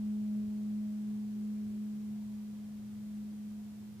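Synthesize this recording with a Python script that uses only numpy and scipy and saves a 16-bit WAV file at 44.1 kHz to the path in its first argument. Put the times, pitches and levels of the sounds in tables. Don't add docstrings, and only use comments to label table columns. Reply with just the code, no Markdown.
import sys
import numpy as np
from scipy import signal
from scipy.io import wavfile
from scipy.ndimage import uniform_filter1d

SR = 44100
rng = np.random.default_rng(int(sys.argv[2]) if len(sys.argv) > 2 else 0)


def materialize(psi):
    bounded = np.clip(np.atleast_2d(psi).T, -1, 1)
    quanta = np.round(bounded * 32767).astype(np.int16)
    wavfile.write(sys.argv[1], SR, quanta)


N = 176400

# (frequency [Hz], density [dB per Hz])
HISS_SPECTRUM = [(30, -112), (500, -105), (1500, -105), (3000, -106.2), (5000, -107.4), (7500, -108.3),
                 (10000, -110.3), (15000, -111.2)]
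# (frequency [Hz], density [dB per Hz])
RUMBLE_SPECTRUM = [(20, -120), (34, -108), (48, -92), (75, -83.5), (110, -78), (160, -82.5), (250, -88.5),
                   (370, -92), (500, -98), (700, -100.3), (1100, -108), (2500, -117), (8000, -135)]
# (time [s], gain [dB])
RUMBLE_SWELLS = [(0, 0.5), (.8, 1), (1.5, 0), (2.3, 1), (2.9, 1), (3.25, 0), (3.7, 0), (4, 1.5)]
# (frequency [Hz], level [dB], left microphone's lead [rad])
MOTOR_LINES = [(117.7, -66.5, -0.82), (238, -76.5, -0.42), (467, -83.5, 0.83), (588, -84.5, 0.46),
               (710, -87.5, -0.18), (972, -91.5, .3), (1182, -96.5, .3)]
# (frequency [Hz], level [dB], left microphone's lead [rad])
WHINE_LINES = [(3158, -96, 1), (3187.5, -92, .5)]
# (centre time [s], length [s], pitch [Hz], peak level [dB])
SOFT_SWELLS = [(0.613, .26, 316, -71), (.78, 0.21, 319, -67), (1.003, .3, 316, -69),
               (1.404, 0.21, 371, -65), (1.74, 0.34, 375, -67)]
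# (time [s], level [dB])
BELL_LEVEL = [(0, -36), (.08, -34.9), (.24, -36), (.39, -34.5), (.48, -36.5), (.78, -36.1), (.91, -38.5),
              (1.02, -37.8), (1.11, -37), (1.33, -38.5), (1.43, -36.5), (1.71, -39.1), (1.81, -38.5),
              (2, -40.5), (2.12, -39.5), (2.3, -40.5), (2.57, -43.5), (2.78, -44.5), (3.11, -43),
              (3.18, -40.5), (3.33, -42.6), (3.49, -42), (3.68, -45), (3.75, -47.5), (3.84, -45.5),
              (4, -51.5)]
# (time [s], pitch [Hz])
BELL_PITCH = [(0, 211.0), (2.2, 211.3), (2.6, 210.6), (4, 210.8)]
# (time [s], left minus right [dB])
BELL_PAN = [(0, .3), (2.2, -0.1), (2.85, 1), (3.4, 0), (4, -.6)]
# (time [s], level [dB])
BELL_OCTAVE = [(0, -77), (.17, -64.5), (.29, -76), (.4, -64.5), (.55, -67.5), (.67, -76.5), (.9, -81),
               (1.08, -68.5), (1.35, -73), (1.62, -69), (1.85, -73.5), (2.3, -79), (2.7, -82), (4, -90)]
# (time [s], level [dB])
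BELL_TWELFTH = [(0, -72), (.07, -73), (.25, -72), (.36, -68), (.46, -71), (.6, -69), (.78, -78), (.87, -68),
                (1, -74), (1.13, -85), (1.6, -79), (2.1, -84), (4, -92)]

HUM_LEAD_RAD, OCTAVE_LEAD_RAD, TWELFTH_LEAD_RAD = -0.36, 0.5, -1.43
SIDES = np.array([[.5], [-.5]])
TIME = np.arange(N) / SR


def amp(db):
    return 10 ** (np.asarray(db) / 20)


def curve(points):
    times, values = np.transpose(points)
    return uniform_filter1d(np.interp(TIME, times, values), size=1500)


def drift(rate_hz):
    t = TIME[::128]
    rates = np.geomspace(rate_hz / 10, rate_hz, 20)
    wander = sum(np.sin(2 * np.pi * (hz * t + rng.random())) / np.sqrt(hz) for hz in rates)
    return np.interp(TIME, t, wander / wander.std())


def tone(phase, level_db, lead_rad, pan_db=0):
    return np.sqrt(2) * amp(level_db + SIDES * pan_db) * np.sin(phase + SIDES * lead_rad)


def noise(spectrum, correlation, pan_db, patch_db=0, size=2048):
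    hz, hop = np.fft.rfftfreq(size, 1 / SR), size // 4
    a, b, c, d, patches = rng.standard_normal((N // hop + 5, len(hz), 5)).T
    patches = uniform_filter1d(patches, size=14, axis=1)
    patches = uniform_filter1d(patches, size=3, axis=0)
    left = a + 1j * b
    right = correlation * left + np.sqrt(1 - correlation ** 2) * (c + 1j * d)
    points_hz, points_db = np.transpose(spectrum)
    density_db = np.interp(np.log(hz + 1), np.log(points_hz), points_db)[:, None]
    bins = np.array([left, right]) * amp(density_db + patch_db * patches / patches.std())
    stereo = signal.istft(bins, nperseg=size, noverlap=size - hop)[1][:, :N]
    return stereo * np.sqrt(1.5 * SR / size) * amp(SIDES * pan_db)


def microphone_hiss():
    return noise(HISS_SPECTRUM, correlation=-0.049, pan_db=-0.3)


def outdoor_rumble():
    rumble = noise(RUMBLE_SPECTRUM, correlation=0.58, pan_db=-0.5, patch_db=1.72)
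    return rumble * amp(curve(RUMBLE_SWELLS))


def camera_motor(waver_rad=0.24, waver_db=1.5):
    hum = 0
    for hz, db, lead in MOTOR_LINES:
        phase = 2 * np.pi * hz * TIME + waver_rad * drift(rate_hz=8)
        hum += tone(phase, db + waver_db * drift(rate_hz=7.4), lead)
    whine = sum(tone(2 * np.pi * hz * TIME, db, lead) for hz, db, lead in WHINE_LINES)
    return hum + whine


def soft_tones():
    tones = 0
    for centre, length, hz, db in SOFT_SWELLS:
        swell = np.cos(np.pi * np.clip((TIME - centre) / length, -.5, .5)) ** 2
        tones += tone(2 * np.pi * hz * TIME, db, HUM_LEAD_RAD) * swell
    return tones


def distant_bell(octave_trim_db=0.5, twelfth_trim_db=1, fall_db_per_s=4.5):
    phase = 2 * np.pi * np.cumsum(curve(BELL_PITCH)) / SR
    hum_db = curve(BELL_LEVEL) + 0.4 * drift(rate_hz=9)
    hum = tone(phase, hum_db, HUM_LEAD_RAD, curve(BELL_PAN))
    octave = tone(2 * phase, curve(BELL_OCTAVE) + octave_trim_db, OCTAVE_LEAD_RAD, pan_db=2)
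    twelfth = tone(3 * phase, curve(BELL_TWELFTH) + twelfth_trim_db, TWELFTH_LEAD_RAD, pan_db=2)
    double_octave_db = -82.5 - fall_db_per_s * TIME + 2.5 * drift(rate_hz=9)
    double_octave = tone(4 * phase, double_octave_db, OCTAVE_LEAD_RAD)
    return hum + octave + twelfth + double_octave


def scene():
    return distant_bell() + soft_tones() + outdoor_rumble() + camera_motor()


def record(dry):
    lowpass = signal.firwin(511, cutoff=15450, window=("kaiser", 9), fs=SR)
    return signal.oaconvolve(dry + microphone_hiss(), lowpass[None], "same")


dry = scene()
out = record(dry)
materialize(out)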